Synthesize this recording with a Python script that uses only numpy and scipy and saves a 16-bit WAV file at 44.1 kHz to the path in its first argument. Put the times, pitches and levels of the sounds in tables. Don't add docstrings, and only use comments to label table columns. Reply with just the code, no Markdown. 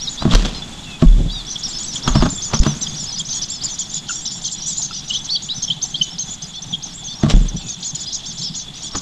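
import sys
import numpy as np
from scipy import signal
from scipy.fft import rfft, irfft, next_fast_len
from scipy.io import wavfile
from scipy.ndimage import uniform_filter1d, map_coordinates

SR = 44100
rng = np.random.default_rng(int(sys.argv[2]) if len(sys.argv) > 2 else 0)


def transcribe(signal):
    frames = np.atleast_2d(signal).T
    limited = np.clip(frames, -1, 1)
    pcm = np.round(limited * 32767).astype(np.int16)
    wavfile.write(sys.argv[1], SR, pcm)


N = 397341
TIME_S = np.arange(N) / SR

# [top of arch t/s, top f/Hz, length/s, whistle level/dB]
BEG_CALLS = [(0.03, 5660, 0.1, -28.5), (0.111, 6950, 0.09, -31), (1.517, 6100, 0.078, -29),
             (1.647, 5600, 0.058, -26.5), (1.696, 7500, 0.069, -32.5), (1.8, 6970, 0.061, -26.5),
             (1.842, 7750, 0.047, -29), (1.947, 7070, 0.064, -28.5), (2.045, 5570, 0.065, -28),
             (2.097, 6850, 0.067, -28), (2.183, 5450, 0.061, -30), (2.312, 7220, 0.071, -27.5),
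             (2.431, 6300, 0.043, -26.5), (2.463, 7040, 0.096, -27.5), (2.549, 6070, 0.049, -22),
             (2.6, 6940, 0.029, -21.5), (2.683, 6070, 0.089, -26.5), (2.825, 6090, 0.044, -21.5),
             (2.886, 6660, 0.057, -32.5), (2.978, 5750, 0.11, -29), (3.042, 6850, 0.043, -29),
             (3.132, 6100, 0.049, -26), (3.192, 6960, 0.046, -27), (3.311, 6240, 0.06, -23.5),
             (3.351, 6880, 0.073, -23), (3.425, 5850, 0.037, -23.5), (3.512, 7300, 0.095, -29),
             (3.646, 7310, 0.038, -22), (3.801, 7030, 0.053, -22.5), (3.916, 7340, 0.048, -32),
             (3.955, 7100, 0.063, -24), (4.105, 7120, 0.06, -25.5), (4.265, 6020, 0.042, -23),
             (4.322, 7120, 0.052, -30.5), (4.433, 7360, 0.058, -30), (4.457, 6310, 0.047, -21.5),
             (4.529, 7210, 0.045, -27), (4.628, 5800, 0.063, -28.5), (4.689, 7640, 0.085, -25.5),
             (4.786, 7150, 0.064, -24), (4.835, 6400, 0.053, -23), (4.958, 5980, 0.094, -26.5),
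             (5.09, 6550, 0.036, -27), (5.153, 6200, 0.068, -28), (5.253, 6400, 0.031, -25.5),
             (5.435, 6740, 0.06, -28.5), (5.566, 6100, 0.091, -30.5), (5.632, 6480, 0.035, -20),
             (5.832, 6410, 0.052, -22.5), (6.029, 6300, 0.03, -21.5), (6.201, 6470, 0.057, -21.5),
             (6.314, 7000, 0.069, -28), (6.429, 6350, 0.028, -23), (6.629, 6130, 0.033, -28.5),
             (6.841, 6440, 0.053, -28.5), (7.055, 6500, 0.06, -30), (7.489, 6200, 0.029, -28.5),
             (7.571, 6200, 0.029, -31), (7.706, 6570, 0.071, -26), (7.858, 6890, 0.091, -24),
             (7.954, 7070, 0.023, -26.5), (8.013, 6940, 0.06, -29), (8.081, 5020, 0.07, -30),
             (8.141, 6650, 0.057, -23.5), (8.282, 6490, 0.085, -29.5), (8.394, 6600, 0.06, -29.5),
             (8.444, 5410, 0.089, -25), (8.571, 6730, 0.093, -26.5), (8.845, 7030, 0.086, -29.5),
             (8.964, 7070, 0.05, -25.5)]
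# [t/s, level/dB]
WEAK_CALL_LEVEL = [(1.5, -28), (3.3, -28), (4.8, -29.5), (5.3, -34), (9, -34)]
# [t/s, relative rasp level/dB, relative sideband level/dB, mean sink after top f/Hz]
BROOD_VOICE = [(0, -14, -11, 900), (1.6, -3.5, -12, 1100), (2.6, -9, -15, 900), (4.7, -2, -11, 900),
               (5.6, -13, -16, 1100), (7.5, -14, -17, 800), (7.9, -11, -9, 1700)]
# [middle t/s, lowest f/Hz, level/dB, half length/s]
PIPING_NOTES = [(0.084, 3760, -20.5, 0.018), (0.315, 3500, -19.5, 0.0061), (1.563, 3295, -20, 0.0094),
                (1.963, 3270, -21.5, 0.0094), (2.083, 3226, -22, 0.011), (2.871, 3370, -23.5, 0.0063),
                (3.207, 3250, -20.5, 0.014), (4.092, 3130, -22, 0.003), (4.49, 3260, -19.5, 0.00257),
                (5.363, 3210, -23.5, 0.018), (5.684, 3300, -19.5, 0.0081), (6.019, 3010, -9.5, 0.0089),
                (6.743, 3200, -19.5, 0.021)]
# [t/s, f/Hz, level/dB]
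SQUEAL_CONTOURS = [
    [(5.095, 3150, -31), (5.11, 2860, -17.5), (5.128, 3500, -29), (5.148, 2950, -19.5),
     (5.179, 3990, -23.5)],
    [(5.287, 2970, -25), (5.31, 4430, -21.5), (5.333, 4540, -17.5), (5.345, 4400, -21), (5.357, 4700, -16),
     (5.384, 3160, -31)],
    [(5.487, 2890, -28), (5.505, 3930, -22.5), (5.52, 3870, -18), (5.545, 4460, -43)],
    [(5.7, 3240, -21), (5.706, 2990, -13), (5.737, 4050, -31.5)],
    [(5.941, 3250, -21), (5.955, 3180, -16), (5.968, 4160, -30), (5.995, 5100, -38), (6.012, 4040, -35)],
]
# [start t/s, length/s, start f/Hz before scoop, end f/Hz, level/dB]
WHINE_NOTES = [(0.175, 0.064, 3780, 4170, -30.5), (0.538, 0.07, 4270, 3930, -34),
               (1.286, 0.15, 3990, 3220, -31.5), (4.134, 0.073, 5720, 5640, -31.5),
               (4.333, 0.076, 5700, 5300, -41), (4.653, 0.059, 5950, 5820, -26),
               (6.531, 0.069, 3450, 3510, -34.5), (7.07, 0.086, 3540, 3600, -32.5),
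               (7.565, 0.073, 3510, 3630, -37.5)]
# [middle t/s, middle f/Hz, middle level/dB]
CLUCK_NOTES = [(4.101, 1438, -29), (4.113, 1360, -31.5), (4.916, 1340, -36.5)]
# [t/s, relative knock level/dB, low-mode pitch factor, relative puff level/dB]
WING_BEATS = [(0.224, -20, 0.9, -23.5), (0.254, -4.5, 1.02, -22.5), (.277, -7.5, 0.77, -35),
              (0.338, -8, 0.64, -18.5), (1.025, -0.5, 1.05, -19), (2.08, -18, 1.1, -13),
              (2.157, -2, 0.9, -11), (2.226, -6, 1.06, -12.5), (2.259, -13.5, 1.2, -16),
              (2.539, -14.5, 0.98, -12), (2.665, -8, .92, -15.5), (7.236, -3, 0.96, -19),
              (7.265, -9, 0.72, -28), (7.339, -7.5, 0.82, -30), (8.956, -21, 1.17, -18)]
# [t/s, relative level/dB, Gaussian sigma/s]
LEAF_BRUSHES = [(0.321, -23, 0.015), (0.353, -13, 0.0035), (0.456, -20, 0.0041), (2.635, -20, 0.0029),
                (7.305, -17.5, 0.0096)]
# [f/Hz before pitch factor, relative level/dB, t60/s]
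MOUNT_MODES = [(157.7, -5, 0.25), (228.7, -2, 0.15), (318, -4.5, 0.057), (642, -13, 0.053),
               (1105, -22, 0.075)]
# [t/s, strength/dB, t60/s]
MOUNT_SWAYS = [(0.338, -0.5, 0.4), (1.058, 3.5, 0.62), (2.101, -8.5, 0.41), (2.2, -3, 0.18),
               (2.6, 12, 0.05), (7.338, 2.5, 0.41)]
# [start t/s, level/dB]
FAR_WHISTLES = [(.84, -40.5), (7.578, -49)]
# [t/s, relative level/dB]
FOREST_LEVEL = [(0, -36), (2.9, -35), (4, -38.5), (6.5, -40), (9, -39.5)]
# [f/Hz, nominal width/Hz, relative level/dB, waver/dB]
DRONE_BANDS = [(154.2, 28, -43, 5), (760, 128, -56, 5), (3445, 550, -44.5, 3.5), (3434, 75, -44.5, 6)]
# [f/Hz, relative spectral level/dB]
DULL_AIR_SPECTRUM = [(100, 18), (300, -2), (650, 5), (1150, 9.5), (2000, -4.5), (3200, -52), (7000, -43),
                     (14000, -75)]
BRIGHT_AIR_SPECTRUM = [(200, 12.5), (1000, 0.5), (2200, -3), (3300, 4), (7300, -6.5), (9000, -22),
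                       (15000, -45)]
FOREST_SPECTRUM = [(25, 7), (70, -1), (220, 1.5), (500, -15), (800, -11), (2200, -16), (4000, -18),
                   (7200, -14.5), (8600, -24.5), (13200, -40), (15500, -77)]

RISE_SHARE, RISE_POWER, FOOT_HZ, SINK_POWER = 0.36, 2.7, 3184, 1.8
WEAK_TOP_MIN_HZ, WEAK_TOP_RANGE_HZ = 5000, 2600
WEAK_MIN_S, WEAK_MAX_S = 0.045, 0.12
WEAK_RISE_MIN, WEAK_RISE_RANGE = 0.27, 0.45
WHINE_STEP_DB, WHINE_SCOOP_HZ = -6, 700
PUFF_ATTACK_S, PUFF_DECAY_S, PUFF_BRIGHT_DB = 0.0043, 0.0067, -5
WASH_DB, WASH_SIGMA_S = -21, 0.034
RUSTLE_DB, RUSTLE_DECAY_S = -16, 0.15
SWAY_HZ = 36.3
STOPBAND_HZ = 16000


def from_db(db):
    return 10 ** (np.asarray(db) / 20)


def rms_one(x):
    return x / np.sqrt(np.mean(x ** 2) + 1e-20)


def curve(rows, s):
    return np.interp(s, *np.transpose(rows))


def add(out, s, sound):
    start = int(round(s * SR))
    lo, hi = max(start, 0), min(start + len(sound), N)
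    if hi > lo:
        out[lo:hi] += sound[lo - start:hi - start]


def drift(rate_hz, size):
    knots = rng.standard_normal(int(size * rate_hz / SR) + 4)
    position = 1 + np.arange(size) * rate_hz / SR
    return map_coordinates(knots, [position], order=3, mode="nearest")


def shaped_noise(spectrum):
    hz, db = np.transpose(spectrum)
    size = next_fast_len(N)
    bins_hz = np.maximum(np.fft.rfftfreq(size, 1 / SR), 1)
    gain = from_db(np.interp(np.log(bins_hz), np.log(hz), db))
    return rms_one(irfft(rfft(rng.standard_normal(size)) * gain)[:N])


def resonate(x, hz, width_hz):
    r = np.exp(-np.pi * width_hz / SR)
    numerator = np.array([1, 0, -1]) * (1 - r * r) / 2
    denominator = [1, -2 * r * np.cos(2 * np.pi * hz / SR), r * r]
    return signal.lfilter(numerator, denominator, x)


def whistle(pitch_hz, jitter, shimmer_db, flutter_hz=650):
    size = len(pitch_hz)
    phase = 2 * np.pi * np.cumsum(pitch_hz * (1 + jitter * drift(flutter_hz, size))) / SR
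    return np.sqrt(2) * np.sin(phase) * from_db(shimmer_db * drift(flutter_hz / 2, size))


def fade(u, edge):
    return np.sin(np.pi / 2 * np.clip((1 - np.abs(u)) / edge, 0, 1)) ** 2


def cheep(s, top_hz, length_s, rise_share, flank_db=11, throat_db=6, rasp_db=-7):
    times, *columns = np.transpose(BROOD_VOICE)
    hoarse_db, sideband_db, sink_hz = [np.interp(s, times, column) for column in columns]
    rise_s, fall_s = rise_share * length_s, (1 - rise_share) * length_s
    t = np.arange(-rise_s, fall_s, 1 / SR)
    size = len(t)
    u = np.where(t < 0, t / rise_s, t / fall_s)
    climb = (top_hz - FOOT_HZ) * np.abs(u) ** RISE_POWER
    sink = sink_hz * (0.5 + rng.random()) * np.abs(u) ** SINK_POWER
    pitch = (top_hz - np.where(t < 0, climb, sink)) * (1 + 0.017 * drift(110, size))

    arch_db = -flank_db * u ** 2
    roughness = from_db(hoarse_db)
    call = from_db(arch_db + 2.4 * drift(150, size)) * whistle(pitch, 0.004 + 0.012 * roughness, 2.5)

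    spacing = rng.uniform(0.11, 0.18)
    for step in (-3, -2, -1, 1):
        partial = pitch * (1 + step * spacing)
        lift_db = throat_db / (1 + ((partial - 3500) / 400) ** 2)
        cut_db = np.maximum(3200 - partial, 0) / 30
        level_db = sideband_db - 2 - 2 * abs(step + 1) + lift_db - cut_db + arch_db / 2
        waver_db = 4 * drift(90, size)
        call += from_db(level_db + waver_db) * whistle(partial, 0.006 + 0.02 * roughness, 2.5)

    rasp = drift(3600, size) * whistle(np.full(size, 0.8 * top_hz), 0.06, 2)
    call += from_db(rasp_db + hoarse_db + arch_db + 5 * drift(100, size)) * rasp
    return call * fade(u, 0.1)


def begging(scatter_db=8.5, count=95):
    out = np.zeros(N)
    for s, top_hz, length_s, db in BEG_CALLS:
        add(out, s - RISE_SHARE * length_s, from_db(db) * cheep(s, top_hz, length_s, RISE_SHARE))
    first_s = WEAK_CALL_LEVEL[0][0]
    for slot, (late, high, long, soft, lean) in enumerate(rng.random((count, 5))):
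        s = first_s + (slot + late) / count * (N / SR - first_s)
        length_s = WEAK_MIN_S + (WEAK_MAX_S - WEAK_MIN_S) * long
        rise_share = WEAK_RISE_MIN + WEAK_RISE_RANGE * lean
        weak = cheep(s, WEAK_TOP_MIN_HZ + WEAK_TOP_RANGE_HZ * high, length_s, rise_share)
        level_db = curve(WEAK_CALL_LEVEL, s) - scatter_db * soft
        add(out, s - rise_share * length_s, from_db(level_db) * weak)
    band = signal.butter(6, [2800, 8000], "band", fs=SR, output="sos")
    return signal.sosfilt(band, out)


def piping(bend=0.248, flank_db=11):
    out = np.zeros(N)
    for s, hz, db, half_s in PIPING_NOTES:
        u = np.arange(-half_s, half_s, 1 / SR) / half_s
        rough = np.clip((-db - 8) / 14, 0.15, 1.0)
        pitch = hz * (1 + bend * u ** 2 * half_s / 0.02)
        note = whistle(pitch, 0.03 * rough, 2.8 * rough)
        add(out, s - half_s, from_db(db - flank_db * u ** 2) * fade(u, 0.48) * note)
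    return out


def squealing(second_ratio=1.27, second_db=-15):
    out = np.zeros(N)
    for points in SQUEAL_CONTOURS:
        s, hz, db = np.transpose(points)
        t = np.arange(s.min(), s.max(), 1 / SR)
        pitch = uniform_filter1d(np.interp(t, s, hz), size=350, mode="nearest")
        second = whistle(second_ratio * pitch, 0.04, 5)
        voice = whistle(pitch, 0.012, 1.8) + from_db(second_db) * second
        envelope = from_db(np.interp(t, s, db)) * fade(np.linspace(-1, 1, len(t)), 0.1)
        add(out, s[0], envelope * voice)
    return out


def whining():
    out = np.zeros(N)
    for s, length_s, start_hz, end_hz, db in WHINE_NOTES:
        u = np.linspace(0, 1, int(length_s * SR))
        pitch = start_hz + (end_hz - start_hz) * u ** 2 - WHINE_SCOOP_HZ * (1 - u) ** 8
        spacing_hz = 450 + 540 * np.sin(np.pi * u) + 72 * drift(50, len(u))
        for step in range(3):
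            level_db = db + step * WHINE_STEP_DB + 2.5 * drift(70, len(u))
            line = whistle(pitch + step * spacing_hz, 0.01, 2)
            add(out, s, from_db(level_db) * fade(2 * u - 1, 0.34) * line)
    return out


def clucks(half_s=0.0073, overtone_db=-7):
    out = np.zeros(N)
    u = np.arange(-half_s, half_s, 1 / SR) / half_s
    for s, hz, db in CLUCK_NOTES:
        pitch = hz * (1 - 0.034 * u)
        voice = whistle(pitch, 0.015, 1.5) + from_db(overtone_db) * whistle(2 * pitch, 0.02, 2.5)
        add(out, s - half_s, from_db(db - 9.7 * u) * fade(u, 0.35) * voice)
    return out


def wings(grain_db=3.5, puff_trim_db=-1.0, leaves_dull_db=-12.0):
    puffs, leaves = np.zeros(N), np.zeros(N)
    t = np.arange(-SR // 2, SR // 2) / SR
    puff = np.exp(-np.abs(t) / np.where(t < 0, PUFF_ATTACK_S, PUFF_DECAY_S))
    puff += from_db(WASH_DB) * np.exp(-(t / WASH_SIGMA_S) ** 2 / 2)
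    for s, _, _, db in WING_BEATS:
        add(puffs, s + t[0], from_db(db + puff_trim_db) * puff)
    rustle = from_db(RUSTLE_DB) * (t > 0) * np.exp(-np.abs(t) / RUSTLE_DECAY_S)
    for s, db, sigma_s in LEAF_BRUSHES:
        add(leaves, s + t[0], from_db(db) * (np.exp(-(t / sigma_s) ** 2 / 2) + rustle))
    dull = puffs + from_db(leaves_dull_db) * leaves
    bright = leaves + from_db(PUFF_BRIGHT_DB) * puffs
    air = dull * shaped_noise(DULL_AIR_SPECTRUM) + bright * shaped_noise(BRIGHT_AIR_SPECTRUM)
    return air * from_db(grain_db * drift(500, N))


def mount(rattle_db=1.5, push_s=0.003):
    out = np.zeros(N)
    t = np.arange(SR) / SR
    for s, db, factor, _ in WING_BEATS:
        for hz, mode_db, t60_s in MOUNT_MODES:
            pitch = hz * factor if hz < 500 else hz
            level_db = db + mode_db + rattle_db * rng.standard_normal() - 60 * t / t60_s
            add(out, s, from_db(level_db) * np.sin(2 * np.pi * pitch * t))
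    for s, db, t60_s in MOUNT_SWAYS:
        envelope = from_db(db - 60 * t / t60_s) * (1 - np.exp(-t / push_s))
        add(out, s, envelope * np.sin(2 * np.pi * SWAY_HZ * t))
    return out


def shaken_branch(motion, settle_s=0.052, level_db=-19):
    r = np.exp(-1 / (settle_s * SR))
    envelope = np.sqrt(signal.lfilter([1 - r], [1, -r], motion ** 2 + 1e-18))
    rumble = shaped_noise([(30, 4.0), (200, 11.0), (330, -6.5), (600, -14.5), (2000, -68.0)])
    return from_db(level_db + 5.6 * drift(70, N)) * envelope * rumble


def insect(per_s=40, lowest_hz=6700, spread_hz=1300, loudest_db=-41, half_s=0.0077):
    out = np.zeros(N)
    u = np.arange(-half_s, half_s, 1 / SR) / half_s
    for slot, (late, soft, high) in enumerate(rng.random((int(per_s * N / SR), 3))):
        pitch = np.full(len(u), lowest_hz + spread_hz * high ** 2)
        blip = fade(u, 1) * whistle(pitch, 0.02, 2)
        add(out, (slot + late / 2) / per_s, from_db(loudest_db - 10 * soft) * blip)
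    return out


def far_bird(start_hz=2800, end_hz=2450, length_s=0.15):
    out = np.zeros(N)
    u = np.linspace(-1, 1, int(length_s * SR))
    for s, db in FAR_WHISTLES:
        note = whistle(np.linspace(start_hz, end_hz, len(u)), 0.012, 2.0)
        add(out, s, from_db(db) * fade(u, 0.5) * note)
    return out


def forest(floor_trim_db=-0.5):
    level_db = curve(FOREST_LEVEL, TIME_S) + floor_trim_db + 1.3 * drift(25, N)
    out = from_db(level_db) * shaped_noise(FOREST_SPECTRUM)
    for hz, width_hz, db, waver_db in DRONE_BANDS:
        pole_width_hz = 2.24 * width_hz
        once = resonate(rng.standard_normal(N), hz, pole_width_hz)
        band = rms_one(resonate(once, hz, pole_width_hz))
        out += band * from_db(db + waver_db * drift(45, N) + 0.97 * drift(18.0, N))
    return out


def foliage(x, t60_s=0.4, wet_db=-16):
    t = np.arange(SR // 2) / SR
    tail = rng.standard_normal(len(t)) * from_db(-60 * t / t60_s) * (t > 0.004)
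    tail /= np.sqrt(np.sum(tail ** 2))
    return x + from_db(wet_db) * signal.fftconvolve(x, tail)[:N]


def scene(overtone_db=-19):
    brood = begging() + piping() + squealing() + whining()
    highpass = signal.butter(2, 5000, "high", fs=SR, output="sos")
    octave = signal.sosfilt(highpass, brood ** 2)
    near = brood + from_db(overtone_db) * octave + clucks() + wings()
    motion = mount()
    mix = foliage(near + far_bird()) + motion + shaken_branch(motion) + insect() + forest()
    return mix[None]


def record(dry, ceiling=1.0):
    rounded = dry / (1 + (dry / ceiling) ** 4) ** (1 / 4)
    lowpass = signal.cheby2(12, 70, STOPBAND_HZ, fs=SR, output="sos")
    return signal.sosfilt(lowpass, rounded)


dry = scene()
out = record(dry)
transcribe(out)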